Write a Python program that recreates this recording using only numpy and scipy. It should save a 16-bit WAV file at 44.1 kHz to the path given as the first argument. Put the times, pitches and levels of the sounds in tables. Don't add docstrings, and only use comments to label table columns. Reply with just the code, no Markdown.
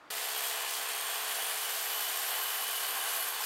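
import sys
import numpy as np
from scipy import signal
from scipy.fft import rfft, irfft, next_fast_len
from scipy.io import wavfile
from scipy.ndimage import map_coordinates

SR = 44100
rng = np.random.default_rng(int(sys.argv[2]) if len(sys.argv) > 2 else 0)


def wav_record(signal):
    frames = np.transpose(np.atleast_2d(signal))
    bounded = np.clip(frames, -1, 1)
    quanta = np.round(bounded * 32767).astype(np.int16)
    wavfile.write(sys.argv[1], SR, quanta)


N = 152145
TIME = np.arange(N) / SR
START_S = 0.103
MOTOR_HZ, GEAR_RATIO, TEETH = 432.9, 6.5, 24


def from_db(db):
    return 10 ** (np.asarray(db) / 20)


def rms_one(x):
    return x / np.sqrt(np.mean(x ** 2) + 1e-20)


def in_time(rows):
    return np.interp(TIME, *np.transpose(rows))


def drift(rate_hz):
    pole = np.exp(-80 * np.pi * rate_hz / SR)
    noise = rng.standard_normal(N // 40 + 2002)
    slow = signal.lfilter([1], [1, -2 * pole, pole * pole], noise)[2000:]
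    return np.interp(np.arange(N) / 40, np.arange(len(slow)), rms_one(slow))


def colour(x, spectrum):
    hz, db = np.transpose(spectrum)
    size = next_fast_len(N + SR // 10)
    bins_hz = np.maximum(np.fft.rfftfreq(size, 1 / SR), 1)
    gain = from_db(np.interp(np.log(bins_hz), np.log(hz), db))
    return rms_one(irfft(rfft(x, size) * gain, size)[:N])


def tearing(turns, force):
    repeat_share = 0.1
    size = int(SR * GEAR_RATIO / MOTOR_HZ)
    again = map_coordinates(rng.standard_normal(size), [turns % 1 * size], order=1, mode="grid-wrap")
    fresh = rng.standard_normal(N)
    return force * (np.sqrt(repeat_share) * again + np.sqrt(1 - repeat_share) * fresh)


def resonate(turns, force, modes):
    out = 0
    for hz, width_hz, db in modes:
        pole = np.exp(-np.pi * width_hz / SR)
        feedback = [1, -2 * pole * np.cos(2 * np.pi * hz / SR), pole * pole]
        ring = signal.lfilter([1, 0, -1], feedback, tearing(turns, force))
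        out = out + from_db(db) * rms_one(ring)
    return out


def rubbing(turns, force, modes, curve, gain_db=0, flicker_db=0):
    level_db = gain_db + in_time(curve) + flicker_db * drift(15)
    return from_db(level_db) * resonate(turns, force, modes)


def tone(turns, multiple, db):
    flutter = from_db(2.0 * drift(4.7))
    phase = multiple * turns + rng.random()
    return from_db(db) * rms_one(flutter * np.sin(2 * np.pi * phase))


# time in seconds, speed in turns per second.
SPEED = [(.1, 433.3), (.55, 432.7), (1.0, 433.3), (1.55, 433.3), (1.95, 432.0), (2.35, 432.2),
         (2.65, 432.9), (3.2, 432.3), (3.4, 433.2)]


def shaft_rotation():
    wander = 0.0009 * drift(8)
    return np.cumsum(in_time(SPEED) * (1 + wander)) / SR


# time in seconds, depth of the swell in each turn in dB (before the force is reshaped).
RUNOUT = [(.1, 1.5), (.9, 1.5), (1.5, 0), (2.0, -0.7), (2.5, 0.2), (3.45, -0.2)]


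def tooth_force(turns):
    tooth_spread_db, bite_spread_db = 0.9, 1.0
    warp = 0.47
    tooth_pulse = 0.33
    judder_hz, judder_db = 15.1, 0.35
    bite = (turns * TEETH).astype(int)
    keenness = rms_one(rng.standard_normal(TEETH))[bite % TEETH]
    grain = rng.standard_normal(N)[bite]
    swell = np.sin(2 * np.pi * turns) + warp * np.sin(4 * np.pi * turns)
    force_db = tooth_spread_db * keenness + bite_spread_db * grain + in_time(RUNOUT) * swell
    force_db += judder_db * np.sin(2 * np.pi * (judder_hz * TIME + rng.random()))
    pulse = 1 + tooth_pulse * np.cos(2 * np.pi * TEETH * turns)
    return rms_one(from_db(force_db) * pulse)


# pitch in Hz, relative strength in dB per Hz.
RASP = [(30, -26), (100, -46), (170, -27.5), (230, -16.5), (330, -12), (420, -4), (500, 1), (590, -2),
        (670, 9), (900, 6.5), (1350, 5), (1900, 7.5), (2200, 4.5), (3300, 6), (4000, -2), (6000, -35),
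        (16000, -42)]
# time in seconds, rasp level in dB before its gain.
RASP_LEVEL = [(.11, -43), (.45, -41), (.75, -41.5), (1.2, -41.5), (1.55, -41), (1.75, -42), (2, -41.5),
              (2.08, -42.5), (2.3, -41.5), (2.6, -42), (2.85, -43), (3.12, -41.5), (3.33, -43.5),
              (3.45, -42)]
# pitch in Hz, width in Hz, relative level in dB.
BODY = [(803, 79, -10), (1076, 39, -7), (1142, 62, -9.5), (1340, 73, -15)]
# time in seconds, level of these resonances in dB.
BODY_LEVEL = [(.11, -52), (.45, -46), (.8, -47), (1.25, -43.5), (1.45, -47), (2.1, -45.5), (2.36, -43),
              (2.75, -43.5), (3.07, -41), (3.3, -43), (3.45, -40)]
# pitch in Hz, width in Hz, relative level in dB.
HOLLOW = [(1567, 82, 0.5)]
# time in seconds, level of this resonance in dB.
HOLLOW_LEVEL = [(.11, -60), (.9, -54), (1.25, -51.5), (1.6, -54), (2.15, -54), (2.35, -49), (2.6, -51.5),
                (2.9, -50), (3.07, -44), (3.25, -52), (3.45, -50)]


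def wood(turns, force):
    rasp_gain_db = 1.5
    surge_db, surge_hz = 0.55, 22
    softer = force ** 0.76
    level_db = rasp_gain_db + in_time(RASP_LEVEL) + surge_db * drift(surge_hz)
    rasp = from_db(level_db) * colour(tearing(turns, softer), RASP)
    hollow = rubbing(turns, softer, HOLLOW, HOLLOW_LEVEL)
    body = rubbing(turns, softer, BODY, BODY_LEVEL)
    return rasp + hollow + body


# pitch in Hz, relative strength in dB per Hz.
HISS = [(1500, -29.5), (3300, -1.5), (4500, 2.5), (5800, 2), (7000, 1), (8500, 4), (9700, 3), (11300, -1),
        (13900, -5.5), (15900, -2)]
# time in seconds, hiss level in dB before its gain.
HISS_LEVEL = [(0.11, -44.0), (0.23, -43), (0.35, -44.5), (0.44, -41.5), (0.65, -45.5), (0.74, -41),
              (0.83, -45), (1.82, -43), (1.88, -44.9), (2.06, -42), (2.56, -44.5), (2.86, -43), (2.89, -46),
              (3.1, -42.5), (3.37, -47), (3.45, -42.5)]


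def sawdust(turns, force):
    hiss_gain_db = 4
    level_db = hiss_gain_db + in_time(HISS_LEVEL) + 0.5 * drift(13)
    return from_db(level_db) * colour(tearing(turns, force ** 0.77), HISS)


# pitch in Hz, width in Hz, level in dB before a shared gain.
BLADE = [(2448, 38, -56), (3540, 16, -61), (3827, 40, -60.5), (4415, 200, -51), (4810, 120, -59.5),
         (6150, 70, -59.5), (6510, 30, -62), (7190, 49, -60), (7440, 50, -62.5), (7560, 43, -57.5),
         (7820, 41, -62.5), (10140, 45, -66), (10540, 35, -67)]
# pitch in Hz, width in Hz, relative level in dB.
HOWL = [(2958, 50, -3), (3020, 70, -5)]
# time in seconds, howl level in dB.
HOWL_LEVEL = [(.11, -52), (.55, -48.5), (1.0, -50), (1.5, -48.5), (2.0, -45.5), (2.6, -43.5), (3.15, -45),
              (3.3, -52), (3.45, -47)]
# pitch in Hz, width in Hz, relative level in dB.
WHISTLE = [(3274, 8, 0)]
# time in seconds, whistle level in dB.
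WHISTLE_LEVEL = [(.11, -60), (.3, -58), (.45, -47), (.56, -58), (.8, -55.5), (1.15, -53), (1.55, -49.5),
                 (1.8, -57), (2.6, -65), (3.45, -63)]
# pitch in Hz, width in Hz, relative level in dB.
SCREECH = [(8738, 65, -7.5), (8800, 450, -11)]
# time in seconds, screech level in dB before its gain.
SCREECH_LEVEL = [(.11, -51), (.42, -44), (.72, -50), (1.02, -43), (1.22, -47), (1.48, -43), (1.7, -50),
                 (1.9, -50), (2.1, -46.5), (2.55, -49), (2.85, -46.5), (3.45, -48)]


def blade_rings(turns, force):
    out = from_db(0.5) * resonate(turns, force, BLADE)
    out += rubbing(turns, force, HOWL, HOWL_LEVEL, flicker_db=1.1)
    out += rubbing(turns, force, WHISTLE, WHISTLE_LEVEL)
    return out + rubbing(turns, force, SCREECH, SCREECH_LEVEL, gain_db=3.5)


# pitch in Hz, width in Hz, relative level in dB.
SING = [(10625, 30, -4), (11025, 22, -3)]
# time in seconds, level of these rings in dB before their gain.
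SING_LEVEL = [(.11, -60), (.7, -61), (1.2, -61), (1.52, -46), (1.72, -56), (2.4, -53), (2.65, -54),
              (3.2, -50), (3.45, -59)]
# pitch in Hz, width in Hz, relative level in dB.
SCUFF = [(10560, 380, -2), (10900, 380, -4)]
# time in seconds, scuffing level in dB before its gain.
SCUFF_LEVEL = [(.11, -62), (1.15, -54), (1.47, -46), (1.72, -55), (2.45, -52), (2.65, -47), (2.85, -50),
               (3.2, -44), (3.37, -53), (3.45, -53)]
# pitch in Hz, width in Hz, relative level in dB.
SIZZLE = [(11650, 160, -9), (11800, 130, -6.5), (12040, 75, -4), (12150, 110, -7.5)]
# time in seconds, sizzle level in dB before its gain.
SIZZLE_LEVEL = [(.11, -51), (.33, -50), (.46, -45), (.62, -52), (.9, -48.5), (1.65, -48.5), (2.0, -43.5),
                (2.2, -47.5), (2.95, -45), (3.05, -48), (3.16, -44), (3.38, -52), (3.45, -44)]
# pitch in Hz, width in Hz, relative level in dB.
FIZZ = [(12590, 130, -5), (12850, 220, -7.5), (13170, 220, -7.5), (13420, 170, -5), (14350, 450, -9.5)]
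# time in seconds, fizz level in dB.
FIZZ_LEVEL = [(.11, -48), (.44, -44.5), (.68, -49), (.9, -48), (1.5, -45.5), (2.05, -42.5), (2.42, -39.5),
              (2.75, -43.5), (2.97, -41), (3.04, -44.5), (3.2, -39.5), (3.38, -46), (3.45, -43)]


def blade_spurts(turns, force):
    snatch_db, snatch_hz = -0.7, 90
    spurts = force ** 2.2 * from_db(snatch_db * drift(snatch_hz))
    out = rubbing(turns, spurts, SING, SING_LEVEL, gain_db=1.5, flicker_db=2.0)
    out += rubbing(turns, spurts, SCUFF, SCUFF_LEVEL, gain_db=1.5)
    out += rubbing(turns, spurts, SIZZLE, SIZZLE_LEVEL, gain_db=2)
    return out + rubbing(turns, spurts, FIZZ, FIZZ_LEVEL)


# multiple of the shaft speed, level in dB halfway through, growth in dB per second.
WHINE = [(4, -56, -1.2), (7, -66, 0), (8, -56, 1.3), (9, -61.5, 0), (10, -60.5, 1.4), (12, -64, 0),
         (15, -63, 0), (16, -62, 0), (23, -64.5, -1.5)]
# multiple of the blade speed, level in dB.
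BLADE_HUM = [(2, -88.5), (3, -88), (5.5, -74.5), (7.5, -65), (23, -68)]


def motor(shaft, turns):
    shaft_db, fade_db_per_s = -58.5, 1.15
    gear_wobble = 0.22
    from_middle = TIME - TIME.mean()
    beat = 1 + gear_wobble * np.sin(2 * np.pi * turns)
    shaft_tone = rms_one(beat * np.sin(2 * np.pi * shaft))
    out = from_db(shaft_db - fade_db_per_s * from_middle) * shaft_tone
    for multiple, db, growth in WHINE:
        out += tone(shaft, multiple, db + growth * from_middle)
    for multiple, db in BLADE_HUM:
        out += tone(turns, multiple, db)
    return out


def hum():
    centre_hz, wander, level_db, flicker_db = 222, 0.07, -79, 5.5
    phase = np.cumsum(centre_hz * (1 + wander * drift(4.16))) / SR
    flicker = from_db(flicker_db * drift(5.6))
    return from_db(level_db) * rms_one(flicker * np.sin(2 * np.pi * phase))


# middle in seconds, pitch in Hz, level in dB at the middle, half length in seconds.
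CLEAN_NOTES = [(.082, 3510, -76, .02), (.085, 4680, -77, .02), (3.385, 3470, -48, .035),
               (3.439, 5050, -39.5, 0.0053), (3.443, 7350, -47, .005)]


def clean_notes():
    out = 0
    for middle_s, hz, db, half_s in CLEAN_NOTES:
        bell = np.exp(-((TIME - middle_s) / half_s) ** 2)
        note = np.sqrt(2) * np.sin(2 * np.pi * (hz * TIME + rng.random()))
        out = out + from_db(db) * bell * note
    return out


def thump():
    level_db, hz, decay_s = -54, 90, 0.0025
    age = np.maximum(TIME - START_S, 0)
    return from_db(level_db) * np.exp(-age / decay_s) * np.sin(2 * np.pi * hz * age)


# pitch in Hz, relative strength in dB per Hz.
WORKSHOP = [(24, -40), (40, -24), (177, -20), (244, -15), (284, -1), (346, -14), (554, -10), (597, -7),
            (643, -8), (1400, -7), (2700, -19.5), (4500, -26), (7000, -33.5), (15000, -45)]


def workshop_noise():
    return from_db(-55.5) * colour(rng.standard_normal(N), WORKSHOP)


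# pitch in Hz, relative strength in dB per Hz.
RUMBLE = [(20, -7), (42, 3), (80, -10), (130, -4), (250, 5), (1000, -44)]


def low_rumble():
    return from_db(-86) * colour(rng.standard_normal(N), RUMBLE)


def scene():
    shaft = shaft_rotation()
    turns = shaft / GEAR_RATIO
    force = tooth_force(turns)
    saw = wood(turns, force) + sawdust(turns, force)
    saw += blade_rings(turns, force) + blade_spurts(turns, force)
    saw += motor(shaft, turns) + hum()
    main = np.where(TIME < START_S, workshop_noise(), saw)
    return (main + clean_notes() + thump() + low_rumble())[None]


def record(dry):
    low_pass = signal.ellip(12, 0.1, 80, 15750, fs=SR, output="sos")
    return signal.sosfilt(low_pass, dry)


dry = scene()
out = record(dry)
wav_record(out)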